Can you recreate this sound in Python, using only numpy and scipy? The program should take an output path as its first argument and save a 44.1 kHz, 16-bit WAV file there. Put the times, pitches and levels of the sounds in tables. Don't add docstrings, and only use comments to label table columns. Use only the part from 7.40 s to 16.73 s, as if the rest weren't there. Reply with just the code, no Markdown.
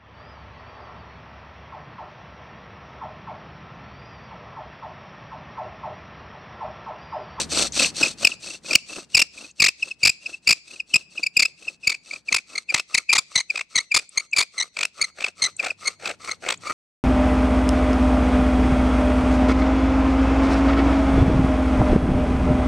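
import sys
import numpy as np
from scipy import signal
from scipy.fft import rfft, irfft, next_fast_len
from scipy.io import wavfile
from scipy.ndimage import uniform_filter1d

SR = 44100
rng = np.random.default_rng(int(sys.argv[2]) if len(sys.argv) > 2 else 0)


def digitize_waveform(pressure):
    field = np.atleast_2d(pressure).T
    bounded = np.clip(field, -1, 1)
    quanta = np.round(bounded * 32767).astype(np.int16)
    wavfile.write(sys.argv[1], SR, quanta)


N = 411453
TIME = np.arange(N) / SR

# first t/s, last t/s, number of catches,
# first level/dB, last level/dB, mid-run swell/dB, base f/Hz, base length of a catch/s
SQUEAL_RUNS = [(0.398, 0.447, 3, -15, -15, -6, 2680, .006), (0.635, 0.662, 2, -12, -22, 0, 2640, .012),
               (0.852, 0.874, 2, -4, -4, 0, 2490, .006), (1.312, 1.357, 3, -18, -1, -7, 2390, .006),
               (1.753, 1.822, 4, -7, -10.5, -2, 2460, .011), (2.205, 2.288, 5, -12, -14, 3, 2410, .01),
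               (2.637, 2.698, 4, -12, -10, 2, 2440, .01), (3.078, 3.129, 4, -10, -10, 1, 2390, .009),
               (3.545, 3.562, 2, -11, -11, 0, 2500, .012), (3.837, 3.869, 2, -18, -17, 0, 2440, .01),
               (3.973, 4.057, 4, -10.5, -15.5, 1, 2450, .0105), (4.477, 4.548, 4, -10, -26, -3, 2370, .009),
               (4.714, 4.763, 3, -26, -33, 3, 2400, .006), (4.928, 4.987, 4, -14, -23, 3, 2380, .007),
               (5.159, 5.183, 2, -24, -19, 0, 2230, .008), (5.347, 5.4, 4, -13.5, -22, -10, 2350, .009),
               (5.551, 5.581, 2, -15.5, -17.5, 0, 2330, .013), (5.735, 5.788, 3, -13, -13, -5, 2270, .014),
               (5.962, 6.006, 3, -15.5, -23, 2, 2140, .013), (6.16, 6.213, 4, -23, -23, -2, 2570, .006),
               (6.362, 6.406, 3, -13, -27, 2, 2160, .012), (6.549, 6.592, 3, -13, -24, 4, 2270, .012),
               (6.78, 6.802, 2, -16, -26, 0, 2200, .01), (6.97, 7.029, 4, -16, -22, 4, 2270, .012),
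               (7.186, 7.228, 3, -21, -25, 5, 2080, .011), (7.371, 7.454, 5, -24, -18, 1, 2450, .005),
               (7.621, 7.646, 2, -17, -24, 0, 2180, .015), (7.808, 7.885, 5, -30, -28, 0, 2450, .006),
               (8.027, 8.066, 3, -14, -22, 0, 2080, .012), (8.229, 8.286, 4, -31, -32, 5, 2430, .007),
               (8.462, 8.479, 2, -29, -18, 0, 2160, .013), (8.659, 8.714, 4, -22, -27, -2, 2500, .005),
               (8.893, 8.917, 2, -32, -23, 0, 2090, .01), (9.089, 9.143, 4, -19, -29, 1, 2450, .005),
               (9.278, 9.303, 2, -32, -33, 0, 2230, .014)]
# t/s, pull level/dB, push level/dB
RASP_LEVELS = [(0, -17, -17), (3, -20, -32), (4.3, -23, -37), (5.4, -15, -22), (7, -18, -29),
               (8.3, -12, -26), (9.2, -6, -24)]
# t/s, level/dB, length/s
LONE_CHIRPS = [(0.921, -24, .006), (1.388, -28, .005), (2.431, -16.5, .008), (2.516, -26, .009),
               (2.865, -23.5, .008), (2.945, -27.5, .008), (3.404, -22, .007), (3.782, -22.5, .008),
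               (4.285, -21.5, .008), (4.445, -35, .025), (4.89, -21, .008), (5.302, -20.5, .021),
               (5.701, -14, .015), (5.72, -17, .007), (6.106, -17.5, .007), (6.522, -15.5, .01),
               (6.936, -15.5, .008), (7.846, -17, .005), (8.201, -14.5, .006), (8.308, -21, .006)]
# t/s, f/Hz
CHIRP_PITCH = [(1, 2750), (2.5, 2590), (4.3, 2560), (5, 2430), (8.3, 2440)]
# harmonic number, smooth-socket level/dB, dusty-socket level/dB
HARMONICS = [(2, -2, -2), (3, -9, -6), (4, -21, -13), (5, -26, -28)]
# t/s, cycles done
BOW_CYCLES = [(-0.145, 0), (0.308, 1), (1.21, 3), (2.14, 5), (2.57, 6), (3.445, 8), (4.385, 10),
              (4.835, 11), (5.26, 12), (5.665, 13), (6.065, 14), (6.485, 15), (6.895, 16), (7.73, 18),
              (8.575, 20), (9.395, 22)]
# t/s, hiss/dB, grinding on the pull/dB, on the push/dB
FRICTION_LEVELS = [(0, -26.5, -31, -29), (.42, -23.5, -34, -30), (.65, -31, -37, -36), (1.1, -42, -41, -48),
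                   (1.35, -37.5, -38, -45), (1.6, -45, -47, -47), (2.1, -49, -56, -53),
                   (4.2, -53, -57, -58), (5.35, -49, -46, -49), (6.9, -53.5, -54, -51),
                   (7.8, -49, -41, -44), (9.3, -46, -31, -38)]
# t/s, extra grinding/dB
GRIT_CRUSHES = [(.255, 5), (.618, 10), (1.625, 7), (7.6, 5), (7.71, 9)]
# t/s, level/dB
TWITTER_LEVELS = [(.1, -4), (1.1, 8), (2.2, 12), (4.3, 12), (5, 3), (8, 0)]
# t/s, relative level/dB, f/Hz
CORD_CREAKS = [(0.3217, -21, 6760), (2.1112, -37, 7120), (6.6915, -31.5, 8420), (6.9132, -36.5, 7376),
               (8.1655, -27.5, 7900), (9.1744, -36, 7200)]

# f/Hz, relative spectral density/dB
RASP_SPECTRUM = [(100, -31), (300, -10), (500, -4.5), (900, -9.5), (1300, -.5), (1650, -7.5), (2300, 3),
                 (3000, -7), (3800, 3.5), (6000, -4), (8200, 1.5), (10000, -31.5), (15000, -25)]
HISS_SPECTRUM = [(400, -17), (1500, -12), (2500, -1), (3200, -2), (3750, 3), (4450, 7.5), (5100, -2),
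                 (5900, 6), (7000, -4), (8300, 4), (9300, -11.5), (11000, -16.5), (13500, -35.5),
                 (15500, -39)]
SMOOTH_SPECTRUM = [(60, -22.5), (180, -5.5), (335, 6.5), (420, -3.5), (560, 4.5), (900, -9.5), (1350, -1.5),
                   (3000, -38)]
DUSTY_PUSH_SPECTRUM = [(100, -19), (340, -5.5), (530, 1), (950, -14), (1170, 8), (1330, 8.5), (1600, -14),
                       (2200, 2), (4000, -37.5)]
DUSTY_PULL_SPECTRUM = [(100, -21), (330, -2), (530, 7), (780, 4), (1020, -13), (1400, 5.5), (1750, -1.5),
                       (2500, 3), (5000, -40)]
AIR_SPECTRUM = [(25, -16), (70, -7.5), (170, 3.5), (300, -3.5), (600, -11), (1500, -17.5), (5000, -28.5),
                (9000, -30), (15000, -55.5)]

# t/s, level/dB
AIR_LEVELS = [(0, -41), (.5, -44), (1, -55), (1.6, -61.5), (2.2, -66), (4.5, -66.5), (7, -72.5), (8.2, -65),
              (9.33, -56)]
# t/s, firing f/Hz, level/dB
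ENGINE_FIRING = [(0, 80.2, -45), (.35, 63.3, -50.5), (1.2, 70.9, -71), (7.2, 60.3, -81.5),
                 (8.1, 97.26, -66), (9.33, 101.6, -63)]
# f/Hz, coherence
COHERENCE = [(500, .65), (1200, .86), (2500, .95), (8500, .87)]

PULL_SHARE = .485


def squeaks(wander=.02, rough_wander=.042, jitter=.07695, flutter_db=2.2, full_rough_db=-16):
    level, overtones, rasp, pitch = squeak_envelopes()
    rough = np.clip(rasp / (level + 1e-9) / from_db(full_rough_db), 0, 1)
    pitch = pitch * (1 + (wander + rough_wander * rough) * drift(87.25) + jitter * rough * drift(1034))
    phase = 2 * np.pi * np.cumsum(pitch) / SR
    share = level / np.sqrt(level ** 2 + overtones ** 2 + 1e-18)
    bright = np.sqrt(np.minimum(overtones / (level + 1e-9), 1))
    upper = 0
    for k, smooth_db, dusty_db in HARMONICS:
        harmonic_db = smooth_db + (dusty_db - smooth_db) * dust() + 2 * drift(120)
        upper += from_db(harmonic_db) * bright ** (k - 2) * np.sin(k * phase)
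    tone = np.sqrt(2) * share * (level * np.sin(phase) + overtones * upper)
    half_harmonics = from_db(5) * dust() * rasp * drift(180) * (np.sin(phase / 2) + np.sin(1.5 * phase))
    chaos = from_db(7 + 2 * drift(300)) * rasp * noise(RASP_SPECTRUM)
    slip = tone + half_harmonics + chaos
    flutter = from_db(.5 + flutter_db * (.5 + dust()) * np.tanh(drift(160)))
    return slip / running_rms(slip, seconds=.0017) * level * flutter


def squeak_envelopes(skirt_s=.004, skirt=.18, bend=.11, lowest_hz=1950):
    level, overtones, rasp, weight, pitch = np.zeros((5, N))
    for s, length, db, hz, overtone_db, rasp_db, fall, edge_s in catches():
        span = slice(int((s - length - .02) * SR), int((s + length + .02) * SR))
        outside_s = np.abs(TIME[span] - s) - length / 2
        grip = 1 / (1 + np.exp(outside_s / edge_s))
        swell = grip + skirt / (1 + np.exp(outside_s / skirt_s))
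        grip, swell = grip / grip.max(), swell / swell.max()
        level[span] += from_db(db) * swell
        overtones[span] += from_db(db + overtone_db) * grip ** 2
        rasp[span] += from_db(db + rasp_db) * grip ** 2
        along = np.clip((TIME[span] - s) / (length / 2), -1.2, 1.2)
        give = np.clip((hz - lowest_hz) / (lowest_hz / 4), 0, 1)
        sag = bend * min(from_db(overtone_db), 1) * (along ** 2 - 1 / np.pi)
        weight[span] += swell
        pitch[span] += swell * hz * (1 + give * (sag - fall * along))
    return level, overtones, rasp, (pitch + 1e-6) / (weight + 1e-9)


def catches(squeal_edge_s=.001, chirp_edge_s=.0016, chirp_overtone_db=-10, chirp_rasp_db=-38,
            chirp_fall=.04):
    stroke_rasp_db = np.where(bow_phase() < PULL_SHARE, *in_time(RASP_LEVELS))
    opening_db = -8 * (1 - dust())
    for first_s, last_s, count, first_db, last_db, swell_db, run_hz, length in SQUEAL_RUNS:
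        for along in np.linspace(0, 1, round(count)):
            s = first_s + along * (last_s - first_s)
            mid_run = np.sin(np.pi * along)
            db = first_db + along * (last_db - first_db) + swell_db * mid_run + .3 * rng.normal()
            hz = run_hz * (1 - .02 * mid_run + .009 * rng.normal())
            overtone_db = .44 * (db + 17) - .028 * (hz - 2365)
            rasp_db = stroke_rasp_db[int(s * SR)] + 3.5 * mid_run + (along == 0) * opening_db[int(s * SR)]
            fall = .025 + .015 * rng.normal()
            yield s, length * (1 + .4 * mid_run), db, hz, overtone_db, rasp_db, fall, squeal_edge_s
    for s, db, length in LONE_CHIRPS:
        hz = np.interp(s, *np.transpose(CHIRP_PITCH))
        yield s, length, db, hz, chirp_overtone_db, chirp_rasp_db, chirp_fall, chirp_edge_s


def rubbing(turns_per_s=34, turn_db=2, grain_db=2.3, hiss_db=4.5, grind_db=3):
    speed, hiss, (pull, push) = bow()
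    turn = np.sin(2 * np.pi * np.cumsum(turns_per_s * speed * from_db(drift(7.773))) / SR)
    contact = from_db(turn_db * turn + grain_db * drift(260))
    crumbs = rms_one(from_db(6 * np.tanh(drift(150)) + 3 * turn))
    drone = rms_one(from_db(4 * drift(55))) * noise(DUSTY_PUSH_SPECTRUM)
    dusty = push * drone + pull * crumbs * noise(DUSTY_PULL_SPECTRUM)
    smooth = (pull + push) * rms_one(from_db(3.5 * drift(50))) * noise(SMOOTH_SPECTRUM)
    board = np.sqrt(1 - dust()) * smooth + np.sqrt(dust()) * dusty
    friction = from_db(hiss_db) * hiss * noise(HISS_SPECTRUM) + from_db(grind_db) * board
    return contact * friction + twitter(hiss * np.sqrt(speed), turn)


def twitter(hiss, turn, hz=2630, depth_db=16):
    level_db = in_time(TWITTER_LEVELS)[0] + 2 * drift(40) + depth_db * (turn - 1)
    pitch = hz * (1 + .03 * drift(70) + .012 * drift(700))
    return hiss * from_db(level_db) * np.sqrt(2) * np.sin(2 * np.pi * np.cumsum(pitch) / SR)


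def bow(hiss_power=1.35, grind_power=2.4, slack=.14, grit_s=.01):
    phase = bow_phase()
    arch = np.abs(np.sin(np.pi * np.interp(phase, [0, PULL_SHARE, 1], [0, 1, 2])))
    speed = np.maximum(arch - slack, 0) / (1 - slack)
    hiss_db, pull_db, push_db = in_time(FRICTION_LEVELS)
    grit_db = sum(db * np.exp(-np.minimum(np.abs(TIME - s) / grit_s, 10) ** 2) for s, db in GRIT_CRUSHES)
    grind = np.array([from_db(pull_db) * (phase < PULL_SHARE), from_db(push_db) * (phase >= PULL_SHARE)])
    return speed, from_db(hiss_db) * speed ** hiss_power, grind * from_db(grit_db) * speed ** grind_power


def bow_phase():
    return in_time(BOW_CYCLES)[0] % 1


def dust():
    return np.interp(TIME, [4.2, 5.4], [0, 1])


def creaks(rise_s=.0014, glide=.14):
    out, t = np.zeros(N), np.arange(SR // 40) / SR
    envelope = t / rise_s * np.exp(1 - t / rise_s)
    shake = drift(900)
    for s, db, hz in CORD_CREAKS:
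        span = slice(int(s * SR), int(s * SR) + len(t))
        pitch = hz * (1 + glide * np.tanh(t / rise_s / 2 - 1) + .029 * shake[span])
        out[span] += from_db(db - 3) * envelope * np.sin(2 * np.pi * np.cumsum(pitch) / SR)
    return out


def woodland_echo(x, near_db=-20, near_s=.015, far_db=-29, t60_s=.6):
    t = np.arange(SR // 2) / SR
    near, far = rng.standard_normal((2, 2, len(t)))
    near, far = near * np.exp(-t / near_s), far * from_db(-60 * t / t60_s)
    far = signal.sosfilt(signal.butter(2, [1900, 7500], "band", fs=SR, output="sos"), far)
    response = (from_db(near_db) * rms_one(near) + from_db(far_db) * rms_one(far) / 2) / np.sqrt(len(t))
    return signal.fftconvolve(x, response, axes=1)[:, :N]


def far_engine():
    hz, db = in_time(ENGINE_FIRING)
    phase = 2 * np.pi * np.cumsum(hz * (1 + .022 * drift(7.8))) / SR
    return from_db(db + 2 * drift(5)) * (np.sin(phase) + .3 * np.sin(2 * phase))


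def moving_air():
    return from_db(in_time(AIR_LEVELS)[0] + drift(8.3)) * noise(AIR_SPECTRUM)


def noise(spectrum):
    size = next_fast_len(N)
    hz = np.arange(size // 2 + 1) * SR / size
    mid, side = rfft(rng.standard_normal((2, size))) * from_db(at_hz(spectrum, hz))
    alike = np.clip(at_hz(COHERENCE, hz), 0, 1)
    ears = np.sqrt(1 + alike) * mid + np.sqrt(1 - alike) * side * [[1], [-1]]
    return rms_one(irfft(ears, size)[:, :N])


def drift(corner_hz):
    r = np.exp(-2 * np.pi * corner_hz / SR)
    return rms_one(signal.lfilter([1], [1, -2 * r, r * r], rng.standard_normal(N + SR))[SR:])


def from_db(db):
    return 10 ** (np.asarray(db) / 20)


def rms_one(x):
    return x / np.sqrt(np.mean(x ** 2) + 1e-20)


def running_rms(x, seconds):
    return np.sqrt(np.abs(uniform_filter1d(np.mean(x ** 2, axis=0), int(seconds * SR))) + 1e-16)


def in_time(rows):
    s, *columns = np.transpose(rows)
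    return [np.interp(TIME, s, column) for column in columns]


def at_hz(points, hz):
    f, value = np.transpose(points)
    return np.interp(np.log(hz + 1), np.log(f), value)


def limiter(x, ceiling=.53, attack_s=.009, release_db_per_s=300):
    excess_db = 20 * np.log10(np.maximum(np.abs(x).max(axis=0) / ceiling, 1))
    held_db = np.maximum.accumulate(excess_db + release_db_per_s * TIME) - release_db_per_s * TIME
    r = np.exp(-1 / (attack_s * SR))
    return x * from_db(-signal.lfilter([1 - r], [1, -r], held_db))


def scene(left_db=1):
    drill = rubbing() + squeaks() + creaks()
    return (drill + woodland_echo(drill) + far_engine() + moving_air()) * from_db([[left_db], [-left_db]])


def record(dry, knee=.26, buzz_db=-1, stopband_hz=16500):
    held = np.clip(limiter(dry), -1, 1)
    excess = np.clip(np.abs(held) - knee, 0, knee)
    buzz = signal.sosfilt(signal.butter(1, [70, 260], "band", fs=SR, output="sos"), excess * drift(4900))
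    low_pass = signal.cheby2(14, 70, stopband_hz, fs=SR, output="sos")
    return signal.sosfilt(low_pass, held + from_db(buzz_db) * buzz)


dry = scene()
out = record(dry)
digitize_waveform(out)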